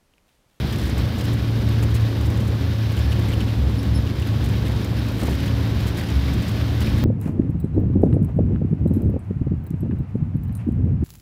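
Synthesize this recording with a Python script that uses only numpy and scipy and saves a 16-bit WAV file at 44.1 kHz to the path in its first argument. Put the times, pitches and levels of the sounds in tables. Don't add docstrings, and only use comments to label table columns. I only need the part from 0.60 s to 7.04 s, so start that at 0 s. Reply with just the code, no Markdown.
import sys
import numpy as np
from scipy import signal
from scipy.fft import rfft, irfft
from scipy.io import wavfile

SR = 44100
rng = np.random.default_rng(int(sys.argv[2]) if len(sys.argv) > 2 else 0)


def wav_record(signal):
    frames = np.transpose(np.atleast_2d(signal))
    bounded = np.clip(frames, -1, 1)
    quanta = np.round(bounded * 32767).astype(np.int16)
    wavfile.write(sys.argv[1], SR, quanta)


N = 284004
TIME = np.arange(N) / SR

# time_s, turns_per_second_hz
CRANK_SPEED = [(0.0, 28.72), (1.8, 27.6), (2.5, 27.33), (3.6, 27.19), (4.5, 27.3), (5.5, 27.6),
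               (6.44, 28.13)]
# time_s, level_db
ENGINE_LOAD = [(0.0, -29), (0.45, -28), (0.7, -22), (1.1, -20), (2.2, -21.5), (3.35, -24.5), (3.54, -29),
               (3.72, -19), (3.98, -26), (4.13, -24), (4.4, -27), (5.1, -22.5), (5.3, -28), (5.62, -27.5),
               (5.75, -28), (6.44, -21.5)]
# multiple_of_crank_speed, level_db
ENGINE_ORDERS = [(3, -31.5), (5, -35.5), (6, -41), (7, -45.5), (8, -44.5), (13, -48.5), (20, -53.5)]
# time_s, level_db
HUM_LEVEL = [(0.0, -52), (0.6, -48), (0.72, -34.5), (1.35, -41.5), (1.51, -28.5), (1.63, -49),
             (1.98, -31.5), (2.3, -42), (2.65, -36), (2.8, -35.5), (3.1, -38.5), (3.6, -37.5), (4.1, -41.5),
             (4.9, -35), (5.55, -34), (6.44, -37)]
# harmonic_number, level_db
ACCESSORY_HARMONICS = [(1, -44), (2, -57), (3, -55)]
# time_s, pitch_hz
BOOM_PITCH_PATH = [(0.0, 69.1), (.35, 64.5), (.8, 72.2), (1.3, 72.5), (1.8, 71.1), (2.1, 82), (2.33, 72),
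                   (2.55, 72), (3.0, 67.5), (3.35, 69.3), (4.0, 66.3), (4.6, 66.25), (5.0, 73.2), (5.3, 66),
                   (5.6, 69.3), (6.0, 70.4), (6.3, 78.2), (6.44, 73)]
# start_s, length_s, cabin_boom_db, panel_rumble_db
ROAD_JOLTS = [(0.0, 0.033, -29, -24), (0.144, 0.15, -26, -27), (.48, 0.68, -39, -32),
              (1.007, 0.086, -24, -49), (1.178, 0.18, -22.5, -48), (1.577, 0.086, -19.5, -42),
              (1.748, 0.14, -25, -30), (1.971, 0.22, -24.5, -34), (2.346, 0.18, -18, -33),
              (2.687, 0.16, -23, -42), (2.951, 0.12, -17, -33), (3.25, 0.14, -20, -26.5),
              (3.788, 0.047, -21, -24), (3.93, 0.19, -27, -38), (4.301, 0.084, -26.5, -28),
              (4.603, 0.11, -20.5, -27), (4.899, 0.066, -21, -34), (5.159, 0.11, -33, -28),
              (5.515, 0.075, -15, -33), (5.662, 0.12, -28, -21.5), (6.07, 0.06, -18.5, -36),
              (6.191, 0.26, -22.5, -25.5)]
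# frequency_hz, level_db
PANEL_SPECTRUM = [(24, -34), (30, -22), (42, -2.5), (55, 4), (92, 5), (125, 6), (150, -1), (180, 1.5),
                  (215, 1.5), (250, -3), (290, -5.5), (360, -14.5), (600, -34.5)]
# frequency_hz, level_db
TYRE_SPECTRUM = [(150, -32), (240, 0), (310, 4), (400, -1.5), (510, -2.5), (590, -7.5), (750, -9.5),
                 (1000, -12), (1500, -19), (3000, -29)]
# start_s, level_db, brightness_hz
ROAD_KNOCKS = [(0.6, -14, 1200), (1.222, -13, 2500), (4.617, -7, 1397), (4.645, -16, 1802),
               (4.677, -7, 1403), (4.704, 5, 170), (5.383, -14, 2000), (5.493, -16, 2000),
               (6.213, -23, 2010)]
# frequency_hz, width_hz, level_db
FLOOR_MODES = [(141, 80, 6), (333, 280, 3), (465, 140, -4), (840, 240, -3.5), (1210, 440, -5.5),
               (1780, 1100, -10)]
# start_s, level_db, length_s
TRIM_CHATTERS = [(.123, -44, 0.01), (.158, -46, 0.0036), (.184, -44, .005), (.194, -46, .005),
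                 (.214, -45, .004), (.226, -48, .005), (.235, -46, .005), (.254, -44, .002),
                 (.261, -43, .002), (.271, -46, .011), (.294, -44, .007), (.378, -44, 0.0089),
                 (.396, -51, .002), (.581, -46, .018), (.608, -43.5, .008), (.638, -46, 0.02),
                 (.731, -45, .010), (1.087, -45, .005), (1.225, -42, 0.015), (1.342, -40.5, 0.014),
                 (1.362, -45, 0.0051), (1.610, -46, 0.0053), (1.656, -46, 0.014), (1.701, -45, .004),
                 (1.772, -48.5, .008), (1.802, -48, 0.0098), (1.874, -47, 0.011), (2.317, -48, .009),
                 (2.366, -46, .004), (2.378, -47, 0.0044), (2.389, -46, 0.0072), (2.522, -46, 0.0099),
                 (2.592, -46, .005), (2.684, -49, 0.013), (2.735, -51, 0.0092), (3.230, -44.5, 0.0027),
                 (3.597, -47.5, 0.0049), (3.618, -47.5, .004), (3.671, -45, 0.0038), (3.840, -44, 0.0094),
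                 (3.856, -46, 0.0095), (3.888, -43, 0.0027), (3.908, -49, .003), (4.054, -49, .014),
                 (4.080, -44, 0.0031), (4.118, -49, 0.0039), (4.245, -40, 0.0029), (4.485, -46, 0.0039),
                 (4.494, -61, 0.0032), (4.582, -45, .003), (4.594, -45, .012), (4.610, -44, 0.0079),
                 (4.630, -45, 0.011), (4.653, -44, 0.023), (4.691, -47.5, 0.026), (4.728, -49.5, .028),
                 (4.856, -48, .011), (5.202, -48, 0.0093), (5.267, -44, 0.025), (5.370, -44.5, 0.029),
                 (5.411, -46, 0.0054), (5.436, -48, .008), (5.500, -47.5, 0.0051), (5.733, -44.5, .010),
                 (5.821, -46, 0.0076), (5.879, -45.5, .017), (5.914, -45, 0.0039), (6.205, -38, 0.0017),
                 (6.214, -46, .016), (6.261, -48, 0.0058), (6.272, -50, .004), (6.294, -47.5, .004),
                 (6.380, -47, .009)]
# frequency_hz, level_db
TRIM_SPECTRUM = [(800, -13), (2000, 8.5), (3500, 0.5), (5500, -2), (7200, 0), (9500, -3), (12000, -4),
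                 (14200, -0.5), (15700, -6)]
# frequency_hz, width_hz, level_db
TRIM_RESONANCES = [(7100, 300, -8), (8330, 450, -8), (10000, 220, -1), (12400, 370, -13), (13600, 490, -7)]
# start_s, pitch_hz, level_db
FITTING_TICKS = [(0.775, 1720, -28), (1.285, 1295, -24), (2.37, 3000, -25), (2.519, 2850, -23),
                 (2.684, 1950, -23), (2.704, 2150, -24), (2.734, 2850, -24.5), (2.805, 2950, -21),
                 (2.881, 2886, -28), (3.468, 3000, -25), (3.623, 2846, -29), (4.725, 2880, -26),
                 (4.803, 2950, -25), (4.878, 3010, -25.5), (5.385, 1967, -25), (5.409, 1740, -24),
                 (5.487, 2900, -25.5), (5.68, 2100, -27), (6.216, 2800, -22.5), (6.27, 2400, -24),
                 (6.29, 2950, -22)]
# start_s, level_db
METAL_CLINKS = [(4.63, -22)]
# start_s, pitch_hz, level_db, length_s
TRIM_SQUEAKS = [(2.41, 5400, -50, .025), (2.49, 5440, -52, 0.045), (2.795, 5390, -49, 0.045),
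                (3.17, 5380, -44, 0.049), (3.336, 5300, -41.5, 0.06), (4.21, 5380, -50, 0.039),
                (4.374, 5330, -46, 0.029), (5.452, 5300, -48, 0.029), (5.533, 5300, -46.5, .035),
                (6.222, 5415, -48, 0.047)]
# time_s, level_db
AIRFLOW_LEVEL = [(0.0, -37.5), (1.9, -41), (2.4, -38.5), (3.15, -42), (3.8, -40), (4.6, -39), (6.44, -38)]
# frequency_hz, level_db
WIND_SPECTRUM = [(500, 1.5), (1100, -1.5), (1650, 2.5), (2500, 0), (3500, -0.5), (5000, -3.5), (6000, -10),
                 (7300, -19.5), (9500, -19), (11500, -17), (13700, -14), (15500, -21)]
# frequency_hz, width_hz, level_db
GAP_MODES = [(1117, 21, 5), (1497, 42, -7), (1710, 60, -12), (2860, 36, -16), (3150, 69, -6),
             (3750, 390, -10), (7200, 250, -4), (10800, 170, -4), (12250, 130, -5), (13650, 200, -6),
             (14270, 120, -6)]

FIRINGS_PER_TURN, HUM_ORDER, ACCESSORY_RATIO = 4, 10, 7.567
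FIRING_THROB_DB, FIRING_WOBBLE_RAD = 1.2, .1
HUM_THROB_DB, HUM_WOBBLE_RAD = 3, .5
BOOM_WOBBLE_RAD, BOOM_WOBBLE_HZ = .35, 7
CRUISE_HZ = 27.5
JOLT_ATTACK_S, JOLT_RELEASE_S = .022, .05
KNOCK_ATTACK_S, KNOCK_DECAY_S = .004, .012
CHATTER_ATTACK_S, CHATTER_TAIL_S = .0002, .0033
STIRS_PER_S, STIR_DB, STIR_SPREAD_DB, STIR_LENGTH_S = 15, -54, 3, .003
TICK_DECAY_S, TICK_BOUNCE_DB = .009, 4
SQUEAK_SAG = .016
SQUEAK_JITTER, SQUEAK_JITTER_HZ = .014, 900
TOP_HZ = 15650


def undb(db):
    return 10 ** (np.asarray(db) / 20)


def unit(x):
    return x / np.sqrt(np.mean(x ** 2))


def curves(table):
    s, *columns = np.transpose(table)
    return [np.interp(TIME, s, column) for column in columns]


def walk(rate_hz):
    f = np.arange(N // 2 + 1) * SR / N
    spectrum = rfft(rng.standard_normal(N)) * np.exp(-(f / rate_hz) ** 2)
    return unit(irfft(spectrum, N))


def colour(x, points):
    hz, db = np.transpose(points)
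    f = np.arange(N // 2 + 1) * SR / N + 1
    gain = undb(np.interp(np.log(f), np.log(hz), db))
    gain = gain / (1 + (hz[0] / 2 / f) ** 2) / (1 + (f / hz[-1] / 2) ** 2)
    return unit(irfft(rfft(x) * gain, N))


def ring(x, hz, width_hz):
    return signal.lfilter(*signal.iirpeak(hz, hz / width_hz, fs=SR), x)


def add(track, s, sound):
    start = max(int(s * SR), 0)
    part = sound[:max(N - start, 0)]
    track[start:start + len(part)] += part


def burst(length_s, attack_s, release_s):
    t = TIME[:SR]
    return (1 - np.exp(-t / attack_s)) * np.exp(-np.maximum(t - length_s, 0) / release_s)


def blows(table, decay_s):
    force, t = np.zeros(N), TIME[:SR // 4]
    for s, db in table:
        add(force, s, undb(db) * np.exp(-t / decay_s))
    return force * rng.standard_normal(N)


def engine(crank_hz, hum_db=-1.37, waver_db=2.0, wobble_rad=0.35):
    angle = 2 * np.pi * np.cumsum(crank_hz) / SR
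    firing_gain = undb(curves(ENGINE_LOAD)[0] + FIRING_THROB_DB * walk(6))
    firing = firing_gain * np.sin(FIRINGS_PER_TURN * angle + FIRING_WOBBLE_RAD * walk(5))
    hum_gain = undb(curves(HUM_LEVEL)[0] + hum_db + HUM_THROB_DB * walk(9.2))
    hum = hum_gain * np.sin(HUM_ORDER * angle + HUM_WOBBLE_RAD * walk(6.2))
    whir = [(harmonic * ACCESSORY_RATIO, db) for harmonic, db in ACCESSORY_HARMONICS]
    others = 0
    for order, db in list(ENGINE_ORDERS) + whir:
        phase = order * angle + wobble_rad * walk(3.5) + 2 * np.pi * rng.random()
        others = others + undb(db + waver_db * walk(0.96)) * np.sin(phase)
    return np.sqrt(2) * (firing + hum + others)


def jolts():
    boom, heave = np.zeros(N), np.zeros(N)
    for s, length_s, boom_db, rumble_db in ROAD_JOLTS:
        swell = burst(length_s, JOLT_ATTACK_S, JOLT_RELEASE_S)
        add(boom, s, undb(boom_db) * swell)
        add(heave, s, undb(rumble_db) * swell)
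    return boom, heave


def cabin_boom(jolt, jolt_db=-1.5, steady_db=-33, waver_db=4.0):
    hz, = curves(BOOM_PITCH_PATH)
    phase = 2 * np.pi * (np.cumsum(hz) / SR + rng.random())
    phase = phase + BOOM_WOBBLE_RAD * walk(BOOM_WOBBLE_HZ)
    steady = undb(steady_db + waver_db * walk(7.3))
    return np.sqrt(2) * np.sin(phase) * np.hypot(undb(jolt_db) * jolt, steady)


def road(speed, heave, rumble_db=-27.0, roar_db=-35, rumble_power=3, patchy_db=0.75, grit_db=2):
    rumble_gain = np.hypot(undb(rumble_db) * speed ** rumble_power, heave)
    panels = colour(rng.standard_normal(N), PANEL_SPECTRUM) * rumble_gain
    grit = rng.standard_normal(N) * undb(grit_db * walk(270))
    tyres = colour(grit, TYRE_SPECTRUM) * undb(roar_db) * speed
    return (panels + tyres) * undb(patchy_db * walk(2.0))


def bumps(bump_db=5):
    force, push = np.zeros(N), burst(0, KNOCK_ATTACK_S, KNOCK_DECAY_S)
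    for s, db, brightness_hz in ROAD_KNOCKS:
        rough = push * rng.standard_normal(len(push))
        dull = signal.lfilter(*signal.butter(2, brightness_hz, fs=SR), rough)
        add(force, s, undb(db) * dull)
    floor = sum(undb(db) * ring(ring(force, hz, width), hz, width) for hz, width, db in FLOOR_MODES)
    return undb(bump_db) * floor


def chatter(loud_db=3.5, faint_db=-61, faint_spread_db=4):
    contacts = colour(rng.standard_normal(N), TRIM_SPECTRUM)
    ringing = sum(undb(db) * ring(contacts, hz, width) for hz, width, db in TRIM_RESONANCES)
    contacts = unit(contacts + ringing)
    tremble = undb(faint_db) * unit(undb(2 * faint_spread_db * np.tanh(walk(45) / 2)))
    stirs = [(when * N / SR, STIR_DB + STIR_SPREAD_DB * (2 * size - 1), STIR_LENGTH_S)
             for when, size in rng.random((int(STIRS_PER_S * N / SR), 2))]
    energy = np.zeros(N)
    for s, db, length_s in list(TRIM_CHATTERS) + stirs:
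        envelope = undb(db + loud_db) * burst(length_s, CHATTER_ATTACK_S, CHATTER_TAIL_S)
        add(energy, s, envelope ** 2)
    return contacts * np.sqrt(energy + tremble ** 2)


def ticks(width_hz=720, tick_db=4.0, crack_db=-14):
    out, bounce = 0, unit(undb(2 * TICK_BOUNCE_DB * np.tanh(walk(260))))
    for s, hz, db in FITTING_TICKS:
        force = blows([(s, db)], TICK_DECAY_S) * bounce
        tone = ring(ring(force, hz, width_hz), hz, width_hz)
        crack = ring(force, hz, hz)
        out = out + tone + undb(crack_db) * crack
    return undb(tick_db) * out


def clink(hz=8500, width_hz=450, clink_db=2):
    force = blows(METAL_CLINKS, decay_s=0.0039)
    return undb(clink_db) * ring(ring(force, hz, width_hz), hz, width_hz)


def squeaks(octave_db=-4, catch_db=3):
    out, unsteady = np.zeros(N), walk(SQUEAK_JITTER_HZ)
    grip = unit(undb(catch_db * walk(90)))
    for s, hz, db, length_s in TRIM_SQUEAKS:
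        u = np.linspace(0, 1, int(length_s * SR))
        jitter = SQUEAK_JITTER * unsteady[int(s * SR):][:len(u)]
        pitch_hz = hz * (1 + SQUEAK_SAG * (.5 - u) + jitter)
        phase = 2 * np.pi * np.cumsum(pitch_hz) / SR
        tone = np.sin(phase) + undb(octave_db) * np.sin(2 * phase)
        add(out, s, undb(db) * np.sin(np.pi * u) * tone)
    return out * grip


def wind(wind_db=0.57, flutter_db=1.0, grain_db=1.0):
    air_db, = curves(AIRFLOW_LEVEL)
    rush = colour(rng.standard_normal(N) * undb(grain_db * walk(610)), WIND_SPECTRUM)
    rush = rush + sum(undb(db) * ring(rush, hz, width) for hz, width, db in GAP_MODES)
    return unit(rush) * undb(air_db + wind_db + flutter_db * walk(29))


def scene():
    crank_hz, = curves(CRANK_SPEED)
    boom, heave = jolts()
    drone = engine(crank_hz) + cabin_boom(boom) + road(crank_hz / CRUISE_HZ, heave)
    rattles = bumps() + chatter() + ticks() + clink() + squeaks()
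    return (drone + rattles + wind())[None]


def record(dry):
    lean = signal.sosfilt(signal.butter(4, 29, "high", fs=SR, output="sos"), dry)
    return signal.sosfilt(signal.ellip(10, .2, 80, TOP_HZ, fs=SR, output="sos"), lean)


dry = scene()
out = record(dry)
wav_record(out)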